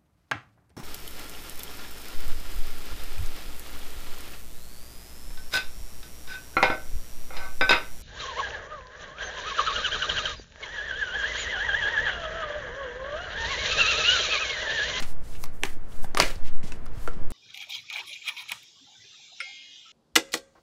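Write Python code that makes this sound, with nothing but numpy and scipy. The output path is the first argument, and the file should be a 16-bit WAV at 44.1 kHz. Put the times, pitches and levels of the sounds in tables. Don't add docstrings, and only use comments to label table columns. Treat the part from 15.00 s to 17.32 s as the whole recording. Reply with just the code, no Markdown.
import sys
import numpy as np
from scipy import signal
from scipy.fft import rfft, irfft
from scipy.io import wavfile
from scipy.ndimage import uniform_filter1d

SR = 44100
rng = np.random.default_rng(int(sys.argv[2]) if len(sys.argv) > 2 else 0)


def invert_db(x):
    u = np.asarray(x, float) / 20
    return 10 ** u


def materialize(psi):
    bounded = np.clip(np.atleast_2d(psi).T, -1, 1)
    quanta = np.round(bounded * 32767).astype(np.int16)
    wavfile.write(sys.argv[1], SR, quanta)


N = 102267


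def level(x, db):
    return x * invert_db(db) / np.sqrt(np.mean(x ** 2))


def band(x, hz, q):
    q = max(q, hz / 15000)
    return signal.lfilter(*signal.iirpeak(hz, q, fs=SR), x)


def walk(rate_hz, size=N):
    hold = int(SR / rate_hz)
    steps = np.repeat(rng.standard_normal(size // hold + 1), hold)
    return 1.3 * uniform_filter1d(uniform_filter1d(steps, hold), hold)[:size]


def add(out, t, x):
    i = max(int(t * SR), 0)
    out[i:i + len(x)] += x[:max(len(out) - i, 0)]


def coloured_noise(gain):
    hz = np.arange(N // 2 + 1) * SR / N + 0.12
    return irfft(rfft(rng.standard_normal(N)) * gain(hz), N)


# [f/Hz, level/dB per Hz]
TONE_SPECTRUM = [(18, -4.5), (30, -15.5), (60, -21), (280, -35.5), (900, -43), (1800, -47.5), (4000, -64),
                 (15000, -77)]


def room_tone():
    tone_db, flicker_db = -35.5, 1.2
    f, db = np.array(TONE_SPECTRUM).T
    hum = coloured_noise(lambda hz: invert_db(np.interp(np.log(hz), np.log(f), db)) * (hz > 14))
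    return level(hum * invert_db(flicker_db * walk(5)), tone_db)


def air_sway():
    sway_hz, width_hz, sway_db = 3.88, 3.63, -16.5
    sway = level(coloured_noise(lambda hz: 1 / (1 + ((hz - sway_hz) / width_hz) ** 4)), sway_db)
    t, rest_s = np.arange(N) / SR, 0.06
    return sway * np.tanh(t / rest_s) * np.tanh(t[::-1] / rest_s + .3)


# [f/Hz, T60/s, level/dB]
ROOM_DECAY = [(298.4, 0.3, 6.5), (1200, .22, 7.5), (4000, 0.067, -6), (11000, .18, -4.5)]


def room(x):
    room_db, gap_s = -10.5, 0.0031
    t = np.arange(SR // 2) / SR
    tail = np.zeros(len(t))
    for hz, t60, db in ROOM_DECAY:
        tail += invert_db(db) * band(rng.standard_normal(len(t)), hz, 0.75) * invert_db(-60 * t / t60)
    tail *= np.clip(t / gap_s, 0, 1) ** 2
    tail *= invert_db(room_db) / np.sqrt(np.sum(tail ** 2))
    return signal.fftconvolve(x, tail)[:N]


# [t/s, level/dB, f/Hz, sharpness of
KNOCKS_AND_RINGS = [(.02, -31, 213, 1.3), (.45, -42, 340, 1.6), (0.637, -24, 403, 1.6), (.6375, -23, 884, 3.1),
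                    (0.649, -29.5, 263, 1), (.6351, -9.5, 2450, 4.5), (.636, -22, 1500, 3), (.651, -29, 750, 3),
                    (.624, -38, 350, 2), (0.764, -43.5, 223, 1.7), (1.045, -35, 188, 3.6), (1.044, -28, 780, 4.5),
                    (1.147, -26, 330, 1.4), (1.149, -23, 800, 3.4), (1.148, -19, 1900, 2.2), (1.148, -24, 5200, 5),
                    (1.199, -14, 620, 4), (1.192, -21, 560, 3), (1.191, -27, 340, 2.5), (1.172, -22, 600, 3),
                    (1.182, -25, 700, 4), (1.233, -29, 620, 5), (1.206, -24, 370, 4), (1.219, -25, 170, 2.5),
                    (1.229, -24, 330, 5), (1.22, -27, 560, 5), (1.258, -31, 520, 14), (1.305, -34, 520, 9),
                    (1.2, -8.5, 1040, 6), (1.2, -27.5, 148, 2.7), (1.2005, -12, 1570, 9), (1.201, -23.5, 753, 7.4),
                    (1.637, -29.5, 178, 2.7), (1.652, -37, 338, 2.2), (1.72, -37.5, 326, 2.7),
                    (1.7205, -38, 2620, 45), (1.72, -34, 1480, 9), (1.863, -35.5, 1200, 6.1),
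                    (1.971, -32.5, 101, 1.9), (2.077, -29.5, 480, 22), (2.076, -33, 660, 12),
                    (2.0756, -21.5, 1354, 13), (2.085, -31, 1380, 8), (2.305, -38, 600, 2), (0.769, -40, 320, 3),
                    (2.078, -33, 330, 5.4), (2.166, -30.5, 190, 2.5), (2.214, -32, 120.7, 1.3), (2.31, -35, 151, 2),
                    (.4392, -31, 1150, 4), (.4393, -30, 5600, 4), (.4395, -36, 2400, 3), (.6352, -19, 3700, 3),
              (1.7205, -45, 5400, 40), (1.721, -46, 8300, 25), (1.858, -41, 9400, 18),
              (2.077, -36, 2150, 8), (2.305, -41, 4200, 5), (1.222, -23, 4900, 4), (1.209, -24, 5000, 4),
              (.002, -32, 600, 3)]


def thuds():
    push_cycles = 0.13
    out, t = np.zeros(N), np.arange(6000) / SR
    for start, db, hz, q in KNOCKS_AND_RINGS:
        push = np.exp(-t * hz / push_cycles)
        knock = band(band(push, hz, q), hz, .7)
        add(out, start, knock * invert_db(db) / np.abs(knock).max())
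    return out


# [start t/s, fullest t/s, end t/s, level/dB, grain centre f/Hz]
CARD_SLIDES = [(.012, 0.03, 0.065, -43.5, 2800), (0.003, 0.09, 0.148, -49, 6960),
               (0.188, 0.321, 0.41, -55, 6000), (0.348, 0.435, 0.46, -48, 12500),
               (0.57, 0.625, 0.66, -58, 11500), (0.5, 0.55, .62, -60, 12500),
               (0.628, 0.653, 0.62, -42, 2570), (0.645, 0.7, 0.785, -51, 6940),
               (0.83, 0.953, 1.15, -56.5, 7040), (1.003, 1.04, 1.07, -48, 11500),
               (1.168, 1.177, 1.22, -38, 3020), (1.2, 1.214, 1.33, -36, 3300),
               (1.26, 1.33, 1.44, -55.5, 4000), (1.415, 1.471, 1.515, -49, 2200),
               (1.624, 1.642, 1.76, -50, 3600), (1.716, 1.724, 1.795, -57, 4500),
               (1.9, 1.98, 2.25, -58, 2600), (1.914, 2.049, 2.12, -54, 11000),
               (2.302, 2.305, 2.33, -49, 5000), (2.025, 2.198, 2.356, -53.5, 207),
               (0.216, 0.254, 0.34, -57, 5400), (1.22, 1.262, 1.36, -42, 1700),
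               (1.19, 1.215, 1.39, -45.5, 12000), (0.636, 0.652, 0.69, -46, 11500),
               (-.02, 0.001, 0.03, -46, 7000), (2.128, 2.138, 2.155, -60, 2500),
               (0.3, 0.35, 0.39, -56, 2300)]


def slides():
    edge_db, roundness = -25, 2.2
    slide_q, air_db = 0.48, -4.5
    grain_db, flicker_db = 2.2, 1.3
    out, size = np.zeros(N), SR // 2
    for start, full, end, db, hz in CARD_SLIDES:
        t = max(full - .25, 0) + np.arange(size) / SR
        unevenness_db = grain_db * rng.exponential(size=size) + flicker_db * walk(90, size=size)
        grains = rng.standard_normal(size) * invert_db(unevenness_db)
        rub = band(grains, hz, slide_q)
        hiss = level(band(rub, hz, slide_q) + invert_db(air_db) * rub, db)
        before = (full - t) / max(full - start, .002)
        after = (t - full) / max(end - full, .002)
        away = np.maximum(before, after)
        add(out, t[0], hiss * invert_db(edge_db * away ** roundness))
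    return out


# [t/s, onset level/dB, ring f/Hz, crackle
# length/ms, treble level/dB]
SNAPS_AND_TICKS = [(.001, -27, 1900, 3.9, 4), (0.0241, -27, 1500, 5.1, 9), (.439, -30, 1150, 1.5, 12),
                   (.6351, -19, 6120, .8, 11.5), (.651, -26.5, 1520, 3.5, 8), (1.0445, -34, 1430, 2.9, -17),
                   (1.148, -25, 2240, 1.3, 5), (1.1718, -11, 1200, 3.2, -7), (1.1945, -27, 2380, 2.5, 5),
                   (1.2005, -9, 1570, 3.2, -23), (1.2075, -16.5, 2227, 5.6, -10.5),
                   (1.2215, -14.5, 2330, 4.4, -14), (1.235, -30, 1940, 3.0, -6), (2.0755, -35, 2300, 2, 0),
                   (2.085, -41, 2500, 1.4, -4), (2.3043, -35, 9500, 2, 5), (1.2003, -6.5, 4700, 1.24, 3),
                   (.655, -28.5, 2230, 2.6, 12),
                   (0.031, -36, 2600, 3.5, 6), (.35, -42.5, 2570, 14, -21), (0.457, -40, 3380, 1.6, 0),
              (0.626, -38, 620, 2.1, -8), (0.683, -47, 2500, 3.0, -3), (0.921, -48, 2800, 7.8, -8),
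              (1.055, -60, 1200, 1.3, -9), (1.356, -40, 4500, 5, 5), (1.6306, -41, 2200, 3, 5),
              (1.7204, -33, 1500, 2.8, -3), (1.8581, -46, 9300, 2.2, -12), (1.8634, -43.5, 1220, 2.3, -4),
              (2.134, -47, 1520, 2.5, 10), (1.156, -46, 10500, 2.3, -6), (1.175, -22.5, 9500, 2.3, 6),
              (1.185, -25, 3000, 2.4, -5), (1.2025, -9, 1900, 0.83, 0), (1.212, -21.5, 2700, 2, -4),
              (1.224, -22.5, 2200, 2.5, 1), (1.259, -37, 4460, 1.4, -5), (1.266, -33, 1800, 2.5, 4),
              (1.303, -31, 2200, 3.6, -6), (.664, -39, 1520, 3.4, 0), (1.858, -49, 13400, 1.5, -25),
              (1.864, -46, 5000, 2, -10), (1.882, -54, 3500, 1, 0), (2.077, -44, 8500, 2, -8),
              (.4392, -29, 11500, 1.5, 0), (1.721, -41, 5800, 5, -10), (1.253, -33, 5000, 2, 0),
              (1.311, -34, 3000, 2, 0), (1.231, -26, 2800, 2, 0)]


def snaps():
    snap_db, scatter_db, first_click_db = -5.5, 6, 5
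    ring_q, ring_db = 3.2, 10
    second_ratio, second_db, highest_hz = 1.9, -24, 15730
    crack_band = signal.butter(2, [500, 6000], "band", fs=SR)
    out, t = np.zeros(N), np.arange(2048) / SR
    for start, db, hz, ms, treble_db in SNAPS_AND_TICKS:
        signs, scatter = rng.standard_normal((2, len(t)))
        clicks = np.sign(signs) * invert_db(scatter_db * scatter) * np.exp(-t * 1000 / ms)
        clicks[0] = invert_db(first_click_db)
        second_hz = min(hz * second_ratio, highest_hz)
        ring = band(clicks, hz, ring_q) + invert_db(second_db) * band(clicks, second_hz, ring_q)
        crack = invert_db(treble_db) * signal.lfilter(*crack_band, clicks)
        snap = crack + invert_db(ring_db) * np.sqrt(ring_q) * ring
        onset_rms = np.sqrt(np.mean(snap[:128] ** 2))
        add(out, start, snap * invert_db(db + snap_db) / onset_rms)
    return out


def scene():
    knock_room_db = -7
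    air = air_sway() + room_tone()
    knocks = thuds()
    cards = slides() + snaps()
    mix = cards + knocks + room(cards + invert_db(knock_room_db) * knocks) + air
    return mix[None]


def band_limit(x):
    return signal.sosfilt(signal.butter(12, 16490, fs=SR, output="sos"), x)


def record(dry):
    knee, headroom = .6, .3
    size = np.abs(dry)
    rounded = np.sign(dry) * (knee + headroom * np.tanh((size - knee) / headroom))
    x = np.where(size < knee, dry, rounded)
    x = signal.lfilter(*signal.butter(1, 12700, fs=SR), x)
    x = signal.sosfilt(signal.ellip(8, .2, 24, 15730, fs=SR, output="sos"), x)
    x = signal.sosfilt(signal.ellip(10, .2, 50, 16450, fs=SR, output="sos"), x)
    return band_limit(np.clip(x, -1, 1))


dry = scene()
out = record(dry)
materialize(out)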